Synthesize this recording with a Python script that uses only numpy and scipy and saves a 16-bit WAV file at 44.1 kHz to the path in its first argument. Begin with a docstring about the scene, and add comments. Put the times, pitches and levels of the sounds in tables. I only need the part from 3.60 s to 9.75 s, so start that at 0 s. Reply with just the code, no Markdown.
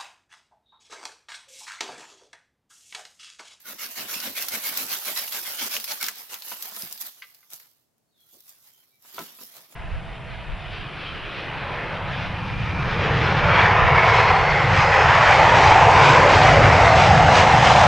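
"""A man saws a dry branch on a forest floor: each stroke is a spray of fibre clicks that follows blade speed,
while twigs shake in dead leaves (clustered clicks), fibres snap (noise bursts) and soil thuds (resonant noise).
It cracks through; the branch is dragged and dropped, and sticks clack together (struck wood modes).
Small birds whistle far off (gliding sines), he steps through the litter and throws a stick on a pile.
Tree echoes (decaying noise) and still forest air (coloured noise) run throughout."""
import sys
import numpy as np
from scipy import signal
from scipy.fft import rfft, irfft
from scipy.io import wavfile
from scipy.ndimage import map_coordinates

SR = 44100
rng = np.random.default_rng(int(sys.argv[2]) if len(sys.argv) > 2 else 0)


def generate_wav(signal):
    """Clip the signal to [-1, 1] and save it as 16-bit WAV at the path in sys.argv[1]."""
    frames = np.transpose(np.atleast_2d(signal))
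    scaled = np.clip(frames, -1, 1) * 32767
    pcm = np.round(scaled).astype(np.int16)
    wavfile.write(sys.argv[1], SR, pcm)


N = 271215
TIME_S = np.arange(N) / SR

# Event levels are relative between events of one table.
# saw strokes, pull and push in turn: (start [s], length [s], share of length at top speed [0-1], force [dB],
# ring of blade and wood [Hz], leaf shake re force [dB], branch judder re force [dB])
STROKES = [(0.019, 0.13, 0.72, -42.5, 1280, -5, -12), (0.158, 0.14, 0.57, -38, 2590, -13, -20),
           (0.34, 0.12, 0.34, -39.5, 2300, 2, -8.5), (0.459, 0.18, 0.32, -36.5, 2480, -2, -20.5),
           (0.604, 0.12, 0.38, -38.5, 3000, 0, -9.5), (0.737, 0.17, 0.23, -37, 2400, -2.5, -22),
           (0.892, 0.083, 0.64, -34.5, 1990, 2, -11), (1.003, 0.19, 0.29, -37, 3200, -2.5, -17.5),
           (1.121, 0.12, 0.74, -40, 1430, 4.5, -10), (1.278, 0.11, 0.44, -34, 3300, -3, -21),
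           (1.428, 0.12, 0.29, -34.5, 2350, -1.5, -12), (1.547, 0.13, 0.25, -35.5, 3520, -6.5, -24),
           (1.699, 0.13, 0.34, -36, 4300, 0, -19), (1.829, 0.17, 0.27, -39, 1590, -2, -20.5),
           (1.969, 0.13, 0.34, -33.5, 2480, -2, -14.5), (2.09, 0.11, 0.41, -33.5, 3420, -11, -21.5),
           (2.253, 0.088, 0.69, -33, 4450, -0.5, -22.5), (2.386, 0.14, 0.29, -37.5, 1670, -7.5, -18)]
# steps and sweeps of a branch through leaves: (loudest [s], length [s], crackle [dB], crunch re crackle [dB])
RUSTLES = [(0.327, 0.084, -40, -4.5), (2.604, 0.08, -42.5, -5), (2.739, 0.061, -40.5, -1.5),
           (2.918, 0.11, -36.5, -6), (3.058, 0.092, -39, -6.5), (3.224, 0.15, -38.5, -7.5),
           (3.321, 0.059, -41.5, -10), (3.419, 0.034, -34.5, -13), (3.466, 0.056, -38, -10.5),
           (3.944, 0.06, -44, -8.5), (4.763, 0.13, -55.5, -34), (4.903, 0.065, -51, -9),
           (5.074, 0.059, -55, -9), (5.5, 0.065, -51.5, -1.5), (5.621, 0.14, -43.5, -4),
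           (5.833, 0.12, -44.5, -12.5), (5.977, 0.11, -49.5, -2), (6.135, 0.06, -53, -2.5)]
# litter stirring under the sawn and dragged branch: (time [s], crackle [dB])
DRAGGING = [(0, -55.5), (.45, -53.5), (.65, -45.5), (1.2, -37.5), (2.1, -39.5), (2.37, -43.5),
            (2.67, -50.5), (3.15, -45.5), (3.68, -57.5), (3.87, -64), (4.02, -58), (4.2, -72.5), (4.3, -87)]
# litter stirring under his feet: (time [s], crackle [dB])
WALKING = [(4.56, -80), (4.61, -69), (4.98, -61), (5.2, -63), (5.38, -73), (5.45, -55.5), (6.15, -62)]
# twigs and wood fibres snapping: (time [s], level [dB], woody crack re treble [dB], ring [Hz])
SNAPS = [(0.5425, -30, 13.5, 3020), (0.602, -25.5, 7, 5250), (0.824, -16.5, -2, 6170),
         (0.885, -16, -2.5, 5700), (1.174, -11.5, -6.5, 5360), (1.5612, -24.5, 3.5, 3730),
         (1.576, -23, 6, 3900), (1.679, -23.5, 0.5, 2960), (1.724, -21, 0.5, 4270), (2.14, -30.5, 16, 3450),
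         (2.166, -22, 8.5, 2920), (2.2005, -23.5, 0.5, 3800), (2.2429, -19, 0, 5600),
         (2.412, -23.5, 4, 4870), (2.4281, -17.5, 6.5, 2100), (2.442, -24, 7.5, 5500),
         (2.465, -18.5, -2.5, 5510), (2.485, -20, 9, 1600), (2.742, -23.5, 2, 3540),
         (2.8219, -32, 5.5, 4320), (2.923, -30, 5, 3000), (3.165, -23.5, -5, 4000),
         (3.222, -24.5, -2, 5300), (3.377, -35.5, 5.5, 4560), (3.747, -40, -4.5, 5300), (4.0, -38, 0, 2190),
         (5.545, -39, 4, 5000), (5.5915, -33, 10, 2250), (5.814, -40, 1, 6230)]
# feet and wood landing on soft soil: (time [s], level [dB], length [s], thud pitch [Hz])
THUDS = [(0.546, -44, 0.064, 240), (1.11, -44, 0.032, 235), (1.227, -43, 0.074, 222),
         (3.226, -39.5, 0.042, 158), (3.929, -53, 0.031, 177), (4.725, -57.5, 0.072, 367),
         (5.539, -53, 0.049, 260), (5.577, -41, 0.041, 400), (5.594, -38.5, 0.055, 203),
         (5.799, -53.5, 0.069, 234), (5.942, -54, 0.11, 694), (5.964, -59, 0.092, 138),
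         (6.084, -60, 0.16, 268)]
# light sticks knocking: (time [s], level [dB], contact hardness as treble cutoff [Hz])
CLACKS = [(2.486, -22, 1800), (2.741, -22, 2000), (3.6195, -27, 2200), (3.6215, -18.5, 5530),
          (3.627, -37, 3500), (3.641, -35, 2500), (3.828, -39.5, 1300)]
# thick branches knocking: (time [s], level [dB], contact hardness as treble cutoff [Hz])
KNOCKS = [(2.919, -18, 2580), (3.121, -26.5, 1510), (3.169, -23.5, 1020), (5.448, -34, 1300),
          (5.5798, -12.5, 1700), (5.582, -12.5, 1400), (5.5885, -16.5, 1700), (5.604, -20, 600),
          (5.787, -30, 1780), (5.812, -27.5, 750), (6.14, -33, 1100)]
# brittle leaves breaking: (time [s], level [dB])
LEAF_BREAKS = [(3.0245, -21), (3.3255, -23.5), (3.41, -27), (3.465, -29), (3.904, -41), (3.934, -28.5),
               (4.381, -63.5), (4.606, -55.5), (4.805, -41), (4.8933, -37.5), (5.356, -58), (5.424, -48)]
# bird whistles: (start [s], length [s], first pitch [Hz], last pitch [Hz], level [dB])
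WHISTLES = [(4.471, .045, 4600, 4190, -79.5), (4.506, 0.078, 4050, 3410, -72),
            (4.54, 0.11, 4500, 3950, -73.5), (4.568, 0.057, 3390, 3310, -64),
            (4.667, 0.13, 3250, 3490, -70), (5.124, .045, 3230, 3055, -61.5), (5.24, .035, 4300, 4100, -77),
            (5.293, 0.037, 3760, 3900, -72.5), (5.29, 0.11, 2340, 2270, -73)]

# modes of a light stick: (frequency [Hz], level [dB], t60 [s])
STICK_MODES = [(1050, -10.5, 0.098), (1204, -4, 0.14), (1360, -4, .09), (1560, -1.5, 0.1), (2010, 6, 0.081),
               (2220, 1.5, .055), (2440, -1, .09), (2830, 1, 0.08), (3300, -2, .07), (4660, -3.5, .05)]
# modes of a thick branch: (frequency [Hz], level [dB], t60 [s])
BRANCH_MODES = [(222, -6, 0.17), (383, -10, 0.057), (495, -4, 0.056), (672, -4, 0.13), (1004, 7, 0.064),
                (1194, -1, .06), (1315, 2, .11), (1450, 4.5, .06), (2250, -3, .06), (2640, 3, 0.083),
                (3440, 10, .04)]
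# resonances of blade and wood under the teeth: (frequency [Hz], width [Hz], boost [dB])
CUT_RESONANCES = [(588, 135, 17), (1480, 300, 3), (2200, 67, 6), (5460, 300, 2.5)]

# spectrum of teeth on wood: (frequency [Hz], relative density [dB])
RASP_SPECTRUM = [(100, -38.5), (300, -18.5), (600, -19.5), (850, -7.5), (1300, -2.5), (2500, -0.5),
                 (3800, 1), (6000, 0.5), (8500, -7.5), (10500, -1), (12800, 5), (16000, -5.5)]
# spectrum of tough fibres catching: (frequency [Hz], relative density [dB])
CATCH_SPECTRUM = [(200, -6), (2500, -1), (16000, -12.5)]
# spectrum of the juddering branch: (frequency [Hz], relative density [dB])
JUDDER_SPECTRUM = [(25, -41), (60, -37.5), (110, -4.5), (160, -9), (225, 9), (300, 1), (500, 1), (900, -7),
                   (2500, -39.5)]
# spectrum of crisp leaves, also the treble of snaps: (frequency [Hz], relative density [dB])
CRACKLE_SPECTRUM = [(100, -69.5), (600, -24), (2000, -17.5), (3500, -3.5), (5200, 0.5), (7000, -2),
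                    (8600, -5), (10500, 1), (12700, 6.5), (14500, 4.5), (16000, -2.5)]
# spectrum of stalks and moss: (frequency [Hz], relative density [dB])
CRUNCH_SPECTRUM = [(25, -41), (90, -16), (200, -7.5), (380, -3.5), (750, 2), (1500, 3.5), (3000, 3.5),
                   (5000, 1), (9000, -5), (16000, -41.5)]
# spectrum of woody cracks: (frequency [Hz], relative density [dB])
WOODY_SPECTRUM = [(40, -54.5), (300, -37.5), (900, -7.5), (2000, -5.5), (5000, -2.5), (8000, -9.5),
                  (16000, -17.5)]
# response of soft soil: (frequency [Hz], gain [dB])
SOIL_RESPONSE = [(25, -20), (140, -9.5), (700, -3), (4000, -12)]
# spectrum of the tree echo: (frequency [Hz], relative density [dB])
ECHO_SPECTRUM = [(100, 1.0), (1500, -5.5), (4000, 3.0), (16000, -14.5)]
# spectrum of still forest air: (frequency [Hz], relative density [dB])
AIR_SPECTRUM = [(25, -22.5), (120, 3), (200, -1.5), (700, -6), (1100, -12.5), (2700, -18.5), (7000, -17.5),
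                (16000, -21)]


def undb(db):
    """Decibels to gain."""
    return 10 ** (np.asarray(db) / 20)


def unit(x):
    """Scale to rms 1."""
    return x / np.sqrt(np.mean(x ** 2))


def add(out, start_s, sound):
    """Mix a short sound in at start_s."""
    i = int(start_s * SR)
    out[..., i:i + sound.shape[-1]] += sound[..., :N - i]


def colour(x, points, peaks=(), keep_power=True, size=4096):
    """Minimum-phase filter through (Hz, dB) points plus resonances."""
    hz = np.arange(size // 2 + 1) * SR / size
    points_hz, points_db = np.transpose(points)
    db = np.interp(np.log(hz + 1), np.log(points_hz), points_db)
    for peak_hz, width_hz, boost_db in peaks:
        db += boost_db / (1 + (2 * (hz - peak_hz) / width_hz) ** 2)
    # folding the cepstrum makes the filter causal
    cepstrum = irfft(np.log(undb(db)))
    cepstrum[1:size // 2] *= 2
    cepstrum[size // 2 + 1:] = 0
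    response = irfft(np.exp(rfft(cepstrum)))[:size // 2]
    if keep_power:
        response = response / np.linalg.norm(response)
    return signal.fftconvolve(x, response[None], axes=1)[:, :x.shape[1]]


def resonate(x, hz, q):
    """One resonance, gain 1 at its centre."""
    return signal.lfilter(*signal.iirpeak(hz, q, fs=SR), x)


def walk(rate_hz):
    """Random curve of rms 1 through rate_hz new values a second."""
    return unit(np.interp(TIME_S * rate_hz, np.arange(N), rng.standard_normal(N)))


def noise(width, size=N):
    """Stereo noise; width scales the part that differs between the ears."""
    mid, side = rng.standard_normal((2, size))
    return np.array([mid + width * side, mid - width * side])


def grains(rate_hz, spread_db, lag_ms, scatter_ms, pan_db):
    """Random clicks; each comes from its own direction, so reaches the right ear at its own lag."""
    chance = np.clip(rate_hz / SR, 1e-4, 1)
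    size_db = spread_db * np.clip(rng.standard_normal(N), -2.5, 2.5)
    size = unit(undb(size_db)) * rng.choice([-1, 1], N)
    # sparser clicks are larger: mean power stays 1
    clicks = (rng.random(N) < chance) * size / np.sqrt(chance)
    lag_ms = lag_ms + scatter_ms * rng.standard_normal(N)
    lag = np.round(lag_ms * SR / 1000).astype(int)
    right = np.bincount((np.arange(N) + lag) % N, clicks, N)
    return np.array([clicks * undb(pan_db / 2), right * undb(-pan_db / 2)])


def shifting(x, depth_db, rate_hz, per_octave, size=512):
    """Different leaves or parts of the wood sound by turns, so narrow resonances come and go."""
    hz, frame_s, frames = signal.stft(x, SR, nperseg=size)
    place = np.meshgrid(np.log2(1 + hz / 300) * per_octave, frame_s * rate_hz, indexing="ij")
    field = map_coordinates(rng.standard_normal((256, 256)), place, order=3, mode="mirror")
    depth = depth_db / (1 + hz / 12000)
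    gain = undb(depth[:, None] * field)
    gain /= np.sqrt(np.mean(gain ** 2, axis=1, keepdims=True))
    return signal.istft(frames * gain, SR, nperseg=size)[1][:, :N]


def forest_air(level_db=-79.5):
    """Still air: coloured noise whose level wanders slowly."""
    return colour(noise(0.81) * undb(walk(0.91)), AIR_SPECTRUM) * undb(level_db)


def blade_speed(length_s, fastest_share, grip_speed=0.6, skate_db=-1.5):
    """The blade skates from rest, grips at a share of top speed, peaks, and stops again."""
    share = np.clip(fastest_share, .1, .9)
    t = TIME_S[:int(length_s * SR)]
    speed = np.sin(np.pi / 2 * np.interp(t, [0, share * length_s, length_s], [0, 1, 0]))
    skating = np.clip((grip_speed - np.maximum.accumulate(speed)) * 20, 0, 1)
    return speed * undb(skate_db * skating)


def stirring(settle_s=0.032, shake_crunch_db=-2, stir_crunch_db=-8.5, rise_share=0.93, fall_share=0.51):
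    """Crackle and crunch strength: strokes shake leaves, rustles swell and die, light stirring goes on."""
    force = np.zeros(N)
    for start_s, length_s, fastest, force_db, _, shake_db, _ in STROKES:
        add(force, start_s, undb(force_db + shake_db) * blade_speed(length_s, fastest))
    keep = np.exp(-1 / (settle_s * SR))
    shake = signal.lfilter([1 - keep], [1, -keep], force)
    moves = [(0, shake, shake_crunch_db)]
    t = TIME_S[:SR]
    for loudest_s, length_s, db, crunch_db in RUSTLES:
        rise_s, fall_s = rise_share * length_s, fall_share * length_s
        swell = np.minimum(t / rise_s, np.exp((rise_s - t) / fall_s))
        moves.append((loudest_s - rise_s, undb(db) * swell, crunch_db))
    for curve in DRAGGING, WALKING:
        db = np.interp(TIME_S, *np.transpose(curve), left=-np.inf, right=-np.inf)
        moves.append((0, undb(db), stir_crunch_db))
    power = np.zeros((2, N))
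    for start_s, move, crunch_db in moves:
        add(power, start_s, np.array([move, move * undb(crunch_db)]) ** 2)
    return np.sqrt(power)


def leaves(tick_rate_hz=70, tick_db=-9):
    """Dead leaves break in clustered clicks; stalks and moss crunch below, and dry stems tick."""
    crisp, dull = stirring()
    crackle = grains(7000, spread_db=4, lag_ms=.05, scatter_ms=.2, pan_db=-4.2)
    crackle = crackle * undb(1.76 * walk(300))
    ticks = grains(tick_rate_hz, spread_db=0, lag_ms=0.033, scatter_ms=.2, pan_db=2.5) * undb(tick_db)
    crunch = grains(3500, spread_db=-0.5, lag_ms=0, scatter_ms=.2, pan_db=0.5) * undb(2 * walk(120))
    bright = colour((crackle + ticks) * crisp, CRACKLE_SPECTRUM)
    dark = colour((crunch + ticks) * dull, CRUNCH_SPECTRUM)
    return shifting(bright + dark, depth_db=3.5, rate_hz=25, per_octave=7)


def saw(teeth_rate_hz=6000, idle_share=0.034, chatter_db=1.5, swell=1.8, rasp_db=3.5,
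        ring_db=-7.5, ring_q=4, catch_rate_hz=220, catch_db=-9.0, judder_lag_s=0.02):
    """Teeth tear fibres faster with speed, chatter and catch on tough ones; the branch judders."""
    motion, rasp, judder = np.zeros(N), np.zeros((2, N)), np.zeros(N)
    for start_s, length_s, fastest, *_ in STROKES:
        add(motion, start_s, blade_speed(length_s, fastest))
    tears = grains(teeth_rate_hz * (motion + idle_share),
                   spread_db=-0.5, lag_ms=0.0048, scatter_ms=.07, pan_db=-1.0)
    catches = grains(catch_rate_hz, spread_db=0.5, lag_ms=0.0034, scatter_ms=0.076, pan_db=-3.7)
    teeth = tears * undb(chatter_db * walk(110)) + undb(catch_db) * colour(catches, CATCH_SPECTRUM)
    for start_s, length_s, fastest, force_db, ring_hz, _, judder_db in STROKES:
        speed = blade_speed(length_s, fastest)
        stroke_teeth = teeth[:, int(start_s * SR):][:, :len(speed)]
        bite = stroke_teeth * undb(force_db + rasp_db) * speed ** swell
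        # the blade sits differently in each cut and favours another pitch
        add(rasp, start_s, bite + undb(ring_db) * resonate(bite, ring_hz, ring_q))
        # branch shake trails the blade
        add(judder, start_s + judder_lag_s, undb(force_db + judder_db) * speed)
    bumps = grains(900, spread_db=-3.0, lag_ms=0, scatter_ms=.3, pan_db=1.0)
    cut = colour(rasp, RASP_SPECTRUM, CUT_RESONANCES)
    shake = colour(bumps * judder, JUDDER_SPECTRUM)
    return shifting(cut + shake, depth_db=5, rate_hz=24, per_octave=7.057)


def trees(x, t60_s, size=32768):
    """Trunks and canopy return a diffuse echo, different at each ear."""
    t = TIME_S[:size]
    tail = colour(rng.standard_normal((2, size)), ECHO_SPECTRUM)
    tail *= undb(-60 * t / t60_s) * (1 - np.exp(-t / 0.047))
    return signal.fftconvolve(x, tail / np.linalg.norm(tail[0]), axes=1)[:, :N]


def snaps(lead_s=.008, rise_s=.0015, crack_s=.0006, fall_s=0.0095, snap_db=-10, first_db=5,
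          woody_db=-5.0, ring_db=4, ring_q=6.4, pan_db=-0.5, size=2048):
    """A sharp crack, then splintering for milliseconds while the twig rings."""
    bright, woody = np.zeros((2, N)), np.zeros((2, N))
    t = TIME_S[:size] - lead_s
    crack = 1 + undb(first_db) * np.exp(-abs(t) / crack_s)
    # the noise rises briefly ahead of the crack
    envelope = np.where(t < 0, np.exp(-abs(t) / rise_s), crack * np.exp(-abs(t) / fall_s))
    for time_s, db, crack_db, ring_hz in SNAPS:
        burst = noise(0.74, size=size) * envelope
        burst *= undb(db + snap_db) * np.sqrt(fall_s * SR / np.sum(burst ** 2))
        add(bright, time_s - lead_s, burst)
        ringing = burst + undb(ring_db) * resonate(burst, ring_hz, ring_q)
        add(woody, time_s - lead_s, undb(crack_db + woody_db) * ringing)
    both = colour(bright, CRACKLE_SPECTRUM) + colour(woody, WOODY_SPECTRUM)
    return both * undb([[pan_db / 2], [-pan_db / 2]])


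def thuds(q=1.0, size=16384):
    """Soil and moss give way under a weight: a dull push that rises fast and fades."""
    out = np.zeros((2, N))
    for time_s, db, length_s, hz in THUDS:
        u = TIME_S[:size] / length_s * 4  # push peaks at a quarter of the length
        rumble = resonate(resonate(noise(0.2, size=size), hz, q), hz, q)
        add(out, time_s, undb(db) * u * np.exp(1 - u) * unit(rumble))
    return colour(out, SOIL_RESPONSE, keep_power=False)


def struck(blows, modes, scatter, scatter_s, width, dense_db, ring_db=-18.5, size=8192):
    """Blows ring wood modes, each in its own mix; twigs and bark clatter, the ground scatters the ring."""
    out, clatter = np.zeros((2, N)), np.zeros((2, N))
    t = TIME_S[:size]
    hz, db, t60_s = np.transpose(modes)[:, :, None]
    for time_s, blow_db, hard_hz in blows:
        detune, mix = rng.standard_normal((2, len(modes), 1))
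        gain = undb(db + 2 * mix) / np.sqrt(1 + (hz / hard_hz) ** 4) * rng.choice([-1, 1], hz.shape)
        partials = np.sin(2 * np.pi * hz * (1 + 0.01 * detune) * t) * undb(-60 * t / t60_s)
        ring = np.sum(gain * partials, axis=0) / np.linalg.norm(gain)
        paths = noise(width, size=size) * np.exp(-t / scatter_s)
        soften = signal.butter(2, hard_hz, fs=SR, output="sos")
        add(clatter, time_s, undb(blow_db + dense_db) * signal.sosfilt(soften, paths))
        paths *= scatter / np.linalg.norm(paths[0])
        paths[:, 0] += 1  # direct sound
        add(out, time_s, undb(blow_db + ring_db) * signal.fftconvolve(paths, ring[None], axes=1))
    body = [(hz.min() / 2, -20), *zip(hz[:, 0], db[:, 0]), (hz.max() * 2, -25)]
    # wood radiates little below its lowest mode
    low_cut = signal.butter(2, hz.min() / 2, "high", fs=SR, output="sos")
    return signal.sosfilt(low_cut, out + colour(clatter, body))


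def leaf_breaks(fall_s=0.006, click_s=.0006, break_db=-11.5, size=2048):
    """A brittle leaf gives way: a bright click and a short noisy spray."""
    out, t = np.zeros((2, N)), TIME_S[:size]
    envelope = np.exp(-t / fall_s) + 2 * np.exp(-t / click_s)
    for time_s, db in LEAF_BREAKS:
        add(out, time_s, undb(db + break_db) * noise(1, size=size) * envelope)
    return colour(out, CRACKLE_SPECTRUM) * undb([[1], [-1]])  # left of centre


def birds(glide=1.5, swell=1.02, quaver_share=0.0097):
    """Thin quavering whistles that glide quickly at first, swell and fade."""
    out, quaver = np.zeros(N), 1 + quaver_share * walk(250)
    for start_s, length_s, first_hz, last_hz, db in WHISTLES:
        u = np.linspace(0, 1, int(length_s * SR))
        hz = last_hz + (first_hz - last_hz) * (1 - u) ** glide
        hz = hz * quaver[int(start_s * SR):][:len(u)]
        tone = np.sin(2 * np.pi * np.cumsum(hz) / SR)
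        add(out, start_s, undb(db) * np.sin(np.pi * u ** swell) * tone)
    return np.array([out, out])


def scene():
    """Work close by, birds far off among echoing trunks, over still forest air."""
    sticks = struck(CLACKS, STICK_MODES, scatter=0.42, scatter_s=0.016, width=0.42, dense_db=-24.0)
    branches = struck(KNOCKS, BRANCH_MODES, scatter=0.16, scatter_s=0.01, width=0.4, dense_db=-19.5)
    near = leaves() + saw() + snaps() + thuds() + sticks + branches + leaf_breaks()
    song = birds()
    near_echo = undb(-19) * trees(near, t60_s=0.48)
    song_echo = undb(-4.5) * trees(song, t60_s=0.2)
    return near + near_echo + undb(-6.5) * song + song_echo + forest_air()


def record(dry, gain_db=1.32, top_hz=15950):
    """A little gain and a steep top cut."""
    top_cut = signal.ellip(12, .1, 70, top_hz, fs=SR, output="sos")
    return signal.sosfilt(top_cut, dry * undb(gain_db))


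dry = scene()
out = record(dry)
generate_wav(out)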